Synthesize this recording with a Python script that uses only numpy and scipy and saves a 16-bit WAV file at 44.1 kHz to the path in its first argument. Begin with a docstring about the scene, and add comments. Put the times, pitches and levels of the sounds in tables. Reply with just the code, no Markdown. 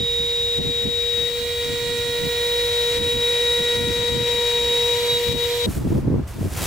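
"""In the back of a car an electric blower fills an air mattress: its shaft hums, its eight blades whine,
and turbulent air rushes down the hose, louder as the back pressure builds. Light gusts brush the
microphone. The whine sputters and the pump sound ends abruptly. At the open tailgate stronger wind
buffets the microphone over a low outdoor rumble, and a packed nylon sleeping bag slides across
the mattress with a swish of friction."""
import sys
import numpy as np
from scipy import signal
from scipy.fft import rfft, irfft
from scipy.io import wavfile
from scipy.ndimage import uniform_filter1d

SR = 44100
rng = np.random.default_rng(int(sys.argv[2]) if len(sys.argv) > 2 else 0)


def unload_wav(signal):
    """Save mono or channel-first audio to the path in sys.argv[1] as 16-bit WAV at rate SR, clipped to [-1, 1]."""
    wavfile.write(
        sys.argv[1],
        SR,
        np.round(np.clip(np.atleast_2d(signal).T, -1, 1) * 32767).astype(np.int16),
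    )


N = 293706

# Gusts on the microphone. Each row: start in seconds, length in seconds, relative level in dB,
# dip of the pump sound in dB.
GUSTS = [(0.0, .03, -33.5, 2), (0.195, .07, -42, 0.5), (0.59, .018, -30, 5), (0.645, 0.047, -31.5, 1.4),
         (0.85, 0.034, -30, 2.5), (1.168, 0.068, -43, 0), (1.407, 0.043, -44, 0), (1.665, 0.078, -37.5, .4),
         (1.885, 0.11, -40, -1.5), (2.05, 0.12, -41.5, .3), (2.218, 0.05, -32.5, .5),
         (2.988, 0.022, -31, 3.5), (3.04, 0.041, -36.5, 1.2), (3.137, 0.056, -33.5, 2.5),
         (3.6, 0.022, -36.5, 2), (3.772, .14, -33, 1.6), (3.971, 0.056, -36, 1.5), (4.1, .13, -33.5, 1.6),
         (4.32, 0.065, -42.5, .5), (4.59, 0.11, -42, 0.7), (5.13, .03, -38.5, 0.7), (5.29, .02, -29.5, 2),
         (5.332, 0.029, -30.5, 5.5), (5.677, 0.029, -25, 0), (5.765, .06, -29.5, 0),
         (5.853, 0.015, -21.5, -2), (5.909, 0.077, -23.5, 0), (6.037, 0.16, -24, 0), (6.367, .04, -35.5, 0),
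         (6.417, .055, -27, 0), (6.52, .14, -35, 0)]
# Coherence of the cabin's sound field. Each row: frequency in Hz, left-right correlation.
CABIN_COHERENCE = [(100, 0.98), (600, 1), (1500, 0.7), (3500, 0.32), (7000, 0.47), (15000, 0.39)]


def impeller(load, blade_count=8, slack_hum_db=-31.5, load_rise_db=7.5):
    """Rotating imbalance hums once a turn; the blades and their unevenness sound at multiples of that."""
    # Motor speed. Each row: time in seconds, shaft rate in Hz.
    speed = [(0.0, 472.4), (0.6, 473.6), (1.25, 474.4), (1.43, 476.7), (1.6, 475.8), (3.0, 476.7),
             (4.3, 477.8), (4.7, 475.5), (5.11, 478.5), (5.34, 475), (5.44, 475.3), (5.53, 478)]
    # Second harmonic of the hum. Each row: time in seconds, relative level in dB.
    octave = [(0.0, -55), (0.6, -54.5), (0.86, -59.5), (1.87, -46.5), (4.24, -40), (4.27, -38), (5.09, -38),
              (5.31, -43.5), (5.64, -40.5)]
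    shaft_hz, = curves(speed)
    octave_db, = curves(octave)
    turn = 2 * np.pi * np.cumsum(shaft_hz * (1 + .0002 * walk(25.13))) / SR
    hum = tone(turn, slack_hum_db + load_rise_db * load + 0.34 * walk(30), pan_db=-1.2, lead=0.13)
    hum += tone(2 * turn, octave_db + walk(30) + 0.24, pan_db=-0.4, lead=0.012)
    return hum + whine(blade_count * turn + 0.11 * walk(90)) + buzz(turn) + flow_overtones(turn)


def whine(phase, breakup_s=4.93, edge_s=0.02):
    """The blade-passing tone shifts with the cabin's standing waves, then breaks into spurts."""
    # Sustained whine. Each row: time in seconds, relative level in dB, left minus right in dB.
    levels = [(0.0, -23.5, -3.0), (0.15, -24, -3.0), (0.66, -26, 2.5), (1.25, -24, 8.5), (1.34, -29, 10),
              (1.45, -31.5, -11.5), (1.59, -29.5, 3.0), (1.84, -30, -8), (2.97, -26.5, 4),
              (3.14, -23.5, 0.0), (3.24, -22.5, 1.5), (3.73, -23, 1.5), (3.86, -26.5, 5), (4.45, -24, 6.5),
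              (4.75, -22.5, 0.5), (4.93, -24, 9)]
    # Its phase at the two microphone ports. Each row: time in seconds, left lead in radians.
    leads = [(0, 1.1), (.6, 1.44), (1.1, 1), (1.4, -0.94), (1.9, 0.038), (2.35, 1.1), (2.75, 1.38),
             (3.2, 0.63), (4.1, -0.14), (5.6, 0.93)]
    # Spurts. Each row: start in seconds, length in seconds, level in dB, left minus right in dB,
    # left lead in radians.
    spurts = [(4.974, 0.076, -38, 4, -2.5), (5.095, 0.074, -22, -2, -1), (5.244, 0.066, -26.5, 14, 0.7),
              (5.344, 0.11, -26, 10, .8), (5.506, 0.064, -36.5, -2, -2.4), (5.605, .06, -32, 9, 3.2)]
    db, pan_db = curves(levels)
    lead, = curves(leads)
    out = tone(phase, db + 0.44, pan_db, lead) * envelope(0, breakup_s, edge_s, 2 * edge_s)
    for start, length, db, pan_db, lead in spurts:
        out += tone(phase, db, pan_db, lead) * envelope(start, length, edge_s, edge_s)
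    return out * undb(0.57 * walk(50) + .5 * walk(10))


def buzz(turn):
    """Uneven blades repeat their pattern once a turn and so radiate low shaft harmonics."""
    # Strength of the buzz. Each row: time in seconds, relative level in dB.
    levels = [(0.0, -56), (0.09, -52), (0.44, -53), (0.89, -51), (2.09, -38), (3.12, -40.5), (3.75, -35),
              (4.21, -40), (5.64, -49.5)]
    # Its harmonics. Each row: shaft order, relative level in dB.
    orders = [(3, -8), (4, 1.5)]
    buzz_db, = curves(levels)
    out = sum(overtone(order * turn, buzz_db + db - 1.5, drift_db=0, flutter_db=0.5, jitter_rad=0.15,
                       spread_db=-0.5, spread_rad=0.35) for order, db in orders)
    return out * undb([[3], [-3.5]])


def flow_overtones(turn, loaded_s=1.36, fade_s=.15):
    """Back pressure makes the flow uneven, which raises most of the higher shaft harmonics."""
    # Harmonics. 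Each row: shaft order, level in dB with the mattress slack, level in dB under load.
    orders = [(5, -46.5, -42.5), (6, -50.5, -50), (7, -45, -43), (9, -57, -49), (10, -52, -55),
              (11, -63, -58), (12, -65, -56), (13, -62, -58), (15, -63, -57), (16, -50.5, -50.5),
              (17, -62, -58), (18, -63, -56), (20, -67, -61), (21, -67, -58), (22, -74, -63),
              (24, -63, -60), (32, -56, -52)]
    # A harmonic swells while a standing wave lies on the microphone.
    # Each row: shaft order, start in seconds, end in seconds, level in dB.
    swells = [(5, 3.3, 4.6, -40), (6, 4.25, 5.5, -44.5), (9, 1.3, 2.8, -45), (15, 4.24, 4.8, -45),
              (16, 1.65, 2.05, -46), (17, 2.85, 4.15, -47), (20, 1.3, 3.85, -52.5), (24, 4.25, 5.6, -53.5),
              (32, 2.1, 3.35, -46.5)]
    t, out = np.arange(N) / SR, np.zeros((2, N))
    for order, slack_db, loaded_db in orders:
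        db = slack_db + (loaded_db - slack_db) * ramp(t - loaded_s, fade_s)
        for swell_order, start, end, top_db in swells:
            if swell_order == order:
                db += (top_db - db) * ramp(np.minimum(t - start, end - t), fade_s)
        out += overtone(order * turn, db, drift_db=0.0871 * order, flutter_db=1.36,
                        jitter_rad=0.013 * order, spread_db=3, spread_rad=0.48)
    return out


def overtone(phase, db, drift_db, flutter_db, jitter_rad, spread_db, spread_rad):
    """Turbulence modulates a harmonic's amplitude and phase; its level and direction drift slowly."""
    db = db + drift_db * walk(1.76) + flutter_db * walk(45)
    phase = phase + rng.uniform(0, 2 * np.pi) + jitter_rad * walk(60)
    sides = np.array([[.5], [-.5]])
    amplitude = np.sqrt(2) * undb(db + sides * spread_db * walk(1.4))
    return amplitude * np.sin(phase + sides * spread_rad * walk(1.21))


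def airflow(load, roar_db=-44.5, hiss_db=-52.64, flutter_db=.6):
    """Turbulence makes broadband noise, a roar in the hose and a hiss at the valve; both grow with load."""
    # Spectra of roar and hiss. Each row: frequency in Hz, relative spectral density in dB.
    roar_spectrum = [(150, -4.5), (280, -9), (420, -0.5), (560, -1), (780, -13.5), (1050, -9.5), (1650, -6),
                     (1850, -1), (2400, 0.5), (2650, -2), (3700, 2), (4400, -1.5), (6200, -10.5),
                     (9000, -24)]
    hiss_spectrum = [(2500, -4.5), (4500, -14), (5600, 2), (6200, 2.5), (7000, 7.5), (8000, 3), (9000, 0),
                     (10000, -.5), (11000, -1), (12000, -3.5), (15000, -3)]
    roar = unit_rms(hose(noise(roar_spectrum, CABIN_COHERENCE)), 2000, 3250)
    hiss = unit_rms(hose(noise(hiss_spectrum, CABIN_COHERENCE)), 8300, 14000)
    roar *= undb(roar_db + 7.5 * load + flutter_db * walk(35))
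    hiss *= undb(hiss_db + 8 * load + flutter_db * walk(35))
    return roar * undb([[.6], [-.6]]) + hiss * undb([[-.9], [.9]])


def hose(x):
    """Resonance in the hose and pump housing lifts the noise near each natural frequency."""
    # Resonances. Each row: centre in Hz, width in Hz, lift in dB.
    modes = [(708, 55, 8.5), (1980, 85, 4.5), (2240, 74, 1.5), (2830, 50, 4), (3120, 124, 4),
             (3430, 79, 4.5), (3867, 170, 6), (5510, 130, 7), (7490, 94, 5), (10000, 210, 3),
             (14300, 400, 5)]
    hz = np.fft.rfftfreq(N, 1 / SR)
    lift_db = sum(db / (1 + (2 * (hz - centre) / width) ** 2) for centre, width, db in modes)
    return irfft(rfft(x) * undb(lift_db), N)


def sleeping_bag(split_hz=5500, grain_db=1.3, release_s=0.032):
    """Stick-slip friction of nylon weave on the mattress gives a fine-grained swish at each stroke."""
    # Friction noise. Each row: frequency in Hz, relative spectral density in dB.
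    spectrum = [(200, -2), (500, 5.5), (900, 2), (1500, 0.5), (2500, 0), (4500, -2.5), (7000, 0),
                (10000, 0.5), (15000, -3.5)]
    # Its coherence. Each row: frequency in Hz, left-right correlation.
    coherence = [(300, 1), (2000, 0.94), (5000, 0.87), (15000, .55)]
    # Strokes. Each row: time of reaching full speed, length and attack, all in seconds,
    # then relative level in dB, treble against that level in dB.
    strokes = [(5.7, .07, .025, -47.5, 6), (5.83, 0.078, 0.022, -57, 0), (5.933, .06, 0.029, -54, 1.5),
               (6.274, .015, .003, -54, 4.5), (6.314, 0.065, .01, -60.5, -4), (6.625, .05, 0.087, -34, 2.5)]
    cloth = noise(spectrum, coherence)
    body = signal.sosfiltfilt(signal.butter(2, split_hz, fs=SR, output="sos"), cloth)
    sheen = unit_rms(cloth - body, 6000, 15000)
    body = unit_rms(body, 2200, 5000)
    out = sum((body + sheen * undb(treble_db)) * undb(db) * envelope(start, length, attack, release_s)
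              for start, length, attack, db, treble_db in strokes)
    return out * undb(grain_db * walk(400) + 1.15 * walk(50) - 0.8)


def wind(gust_db, flutter_db=4.15, brighten=0.17, edge_hz=330):
    """Turbulent pressure beats on each port; harder gusts have smaller eddies and sound brighter."""
    # Wind noise. Each row: frequency in Hz, relative spectral density in dB.
    spectrum = [(20, -17), (45, -6.5), (100, -.5), (135, 0), (175, -3.5), (240, -3.5), (400, -10.5),
                (550, -19.5), (720, -24.5), (920, -28), (1200, -39), (1600, -46), (3000, -68)]
    # Its coherence. Each row: frequency in Hz, left-right correlation.
    coherence = [(60, 0.73), (130, 0.68), (280, 0.0046), (600, 0.036)]
    air = unit_rms(noise(spectrum, coherence), 130, 400)
    large = band(air, 0, edge_hz / 2)
    middle = band(air, edge_hz / 2, edge_hz)
    small = air - large - middle
    eddies_db = flutter_db * np.tanh(walk(110))  # eddy strength wanders but stays within fixed bounds
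    large *= undb(0.44 * eddies_db + 0.5)
    middle *= undb(eddies_db)
    small *= undb(1.7 * eddies_db + brighten * (gust_db - gust_db.max()))
    return (large + middle + small) * undb(gust_db - 0.77)


def gust_level(outside, inside_db=-53.5, outside_db=-45):
    """Wind is intermittent: gusts stand out of a wandering breeze. Gives its relative level in dB."""
    breeze = undb(inside_db + (outside_db - inside_db) * outside + 5.1 * walk(6.2))
    gusts = [undb(db) * envelope(start, length, attack_s=0.017, release_s=0.019)
             for start, length, db, _ in GUSTS]
    return 20 * np.log10(np.maximum(breeze, np.max(gusts, axis=0)))


def gust_dips():
    """Amplitude modulation: a gain that lowers the pump sound briefly under most gusts."""
    dips_db = [db * envelope(start, length, attack_s=0.0022, release_s=.03)
               for start, length, _, db in GUSTS]
    return undb(-np.max(dips_db, axis=0))


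def thumps(spread_db=3.5):
    """Pressure is low in a vortex core: it passes as a brief suction between two softer pushes."""
    # Single eddies. Each row: time in seconds, peak level in dB, width in seconds.
    vortices = [(5.693, -20, .0009), (5.863, -11.5, .0012), (5.906, -18, 0.00083), (5.924, -20, .0009),
                (5.979, -18, 0.00067), (6.082, -11, 0.00096), (6.103, -11, 0.00085),
                (6.142, -10.5, 0.00076), (6.429, -18.5, 0.00059), (6.459, -14, 0.00085)]
    t, out = np.arange(N) / SR, np.zeros((2, N))
    for (centre, db, width), side in zip(vortices, rng.standard_normal(len(vortices))):
        u = (t - centre) / width
        pulse = (u ** 2 - 1) * np.exp(-u ** 2 / 2)
        out += pulse * undb(db + spread_db * side * np.array([[1], [-1]]))
    return out


def port(pressure, limit_db=-8, top_hz=1300):
    """Saturation and low-pass filtering in the narrow microphone ports round off the hardest pushes."""
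    limit = undb(limit_db)
    return signal.sosfilt(signal.butter(2, top_hz, fs=SR, output="sos"), limit * np.tanh(pressure / limit))


def rumble(outside, inside_db=-40, outside_db=-32):
    """Low-frequency ambient noise from outdoors, stronger at the open tailgate."""
    # Outdoor rumble. Each row: frequency in Hz, relative spectral density in dB.
    spectrum = [(20, -11), (45, -5), (65, 4.5), (90, 1.5), (130, -3.5), (200, -21), (400, -22), (1000, -24),
                (3000, -37), (15000, -51)]
    air = unit_rms(noise(spectrum, CABIN_COHERENCE), 30, 130)
    return air * undb(inside_db + (outside_db - inside_db) * outside + 0.71 * walk(2.53))


def tone(phase, db, pan_db, lead):
    """A sine with level and phase differences between two ports; db sets the rms of their mean."""
    left = undb(pan_db / 2) * np.exp(.5j * lead)
    ports = np.array([left * np.ones(N), np.ones(N) / left])
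    return np.sqrt(2) * undb(db) * np.imag(ports * np.exp(1j * phase)) / np.abs(ports.mean(axis=0))


def noise(spectrum, coherence):
    """Partly coherent stereo noise: the sum and difference of two independent coloured noises."""
    alike = np.clip(over_hz(coherence), -1, 1)
    mid, side = rfft(rng.standard_normal((2, N))) * np.sqrt([1 + alike, 1 - alike])
    return irfft(np.array([mid + side, mid - side]) * undb(over_hz(spectrum)), N)


def walk(rate_hz):
    """Random modulation: levels held for 1 / rate_hz seconds and smoothed twice; spread near 1."""
    hold = max(int(SR / rate_hz), 2)
    held = np.repeat(rng.standard_normal(N // hold + 1), hold)
    return 1.35 * uniform_filter1d(uniform_filter1d(held, hold), hold)[:N]


def envelope(start_s, length_s, attack_s, release_s):
    """Exponential rise until start_s, a hold at 1, exponential decay."""
    t = np.arange(N) / SR - start_s
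    return np.exp(np.minimum(0, np.minimum(t / attack_s, (length_s - t) / release_s)))


def ramp(t, fade_s):
    """Linear fade from 0 to 1, centred on t = 0."""
    return np.clip(t / fade_s + .5, 0, 1)


def band(x, lo_hz, hi_hz):
    """Ideal band-pass filter."""
    hz = np.fft.rfftfreq(N, 1 / SR)
    return irfft(rfft(x) * ((hz >= lo_hz) & (hz < hi_hz)), N)


def unit_rms(x, lo_hz, hi_hz):
    """Normalise a stereo sound so that the mean of its channels has rms 1 in a band."""
    return x / np.std(band(x.mean(axis=0), lo_hz, hi_hz))


def curves(table):
    """Linear interpolation of a table's columns over time, one value per sample."""
    times, *columns = np.transpose(table)
    return [np.interp(np.arange(N) / SR, times, column) for column in columns]


def over_hz(points):
    """Interpolation on a log-frequency axis, one value per FFT bin."""
    hz, value = np.transpose(points)
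    return np.interp(np.log(np.fft.rfftfreq(N, 1 / SR) + 1), np.log(hz), value)


def undb(db):
    """Decibels to amplitude ratio."""
    return 10 ** (np.asarray(db) / 20)


def scene(pump_end_s=5.662):
    """Superposition of the sources: the pump, then the bag, with wind and rumble throughout."""
    # Back pressure of the mattress. Each row: time in seconds, load from 0 (slack) to about 1 (firm).
    back_pressure = [(0.0, 0.0), (0.3, 0.22), (0.8, 0.25), (2.0, 0.66), (2.75, 0.94), (3.8, 0.93),
                     (4.5, 0.96), (5.04, 1.1), (5.2, 1), (5.6, 0.97)]
    load, = curves(back_pressure)
    outside = ramp(np.arange(N) / SR - pump_end_s, fade_s=0.0053)
    pump = (impeller(load) + airflow(load)) * gust_dips()
    gusts = port(wind(gust_level(outside)) + thumps())
    return pump * (1 - outside) + sleeping_bag() * outside + gusts + rumble(outside)


def record(dry, top_hz=15700):
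    """Band limiting: a steep elliptic low-pass removes the highest treble."""
    return signal.sosfilt(signal.ellip(10, .1, 80, top_hz, fs=SR, output="sos"), dry)


dry = scene()
out = record(dry)
unload_wav(out)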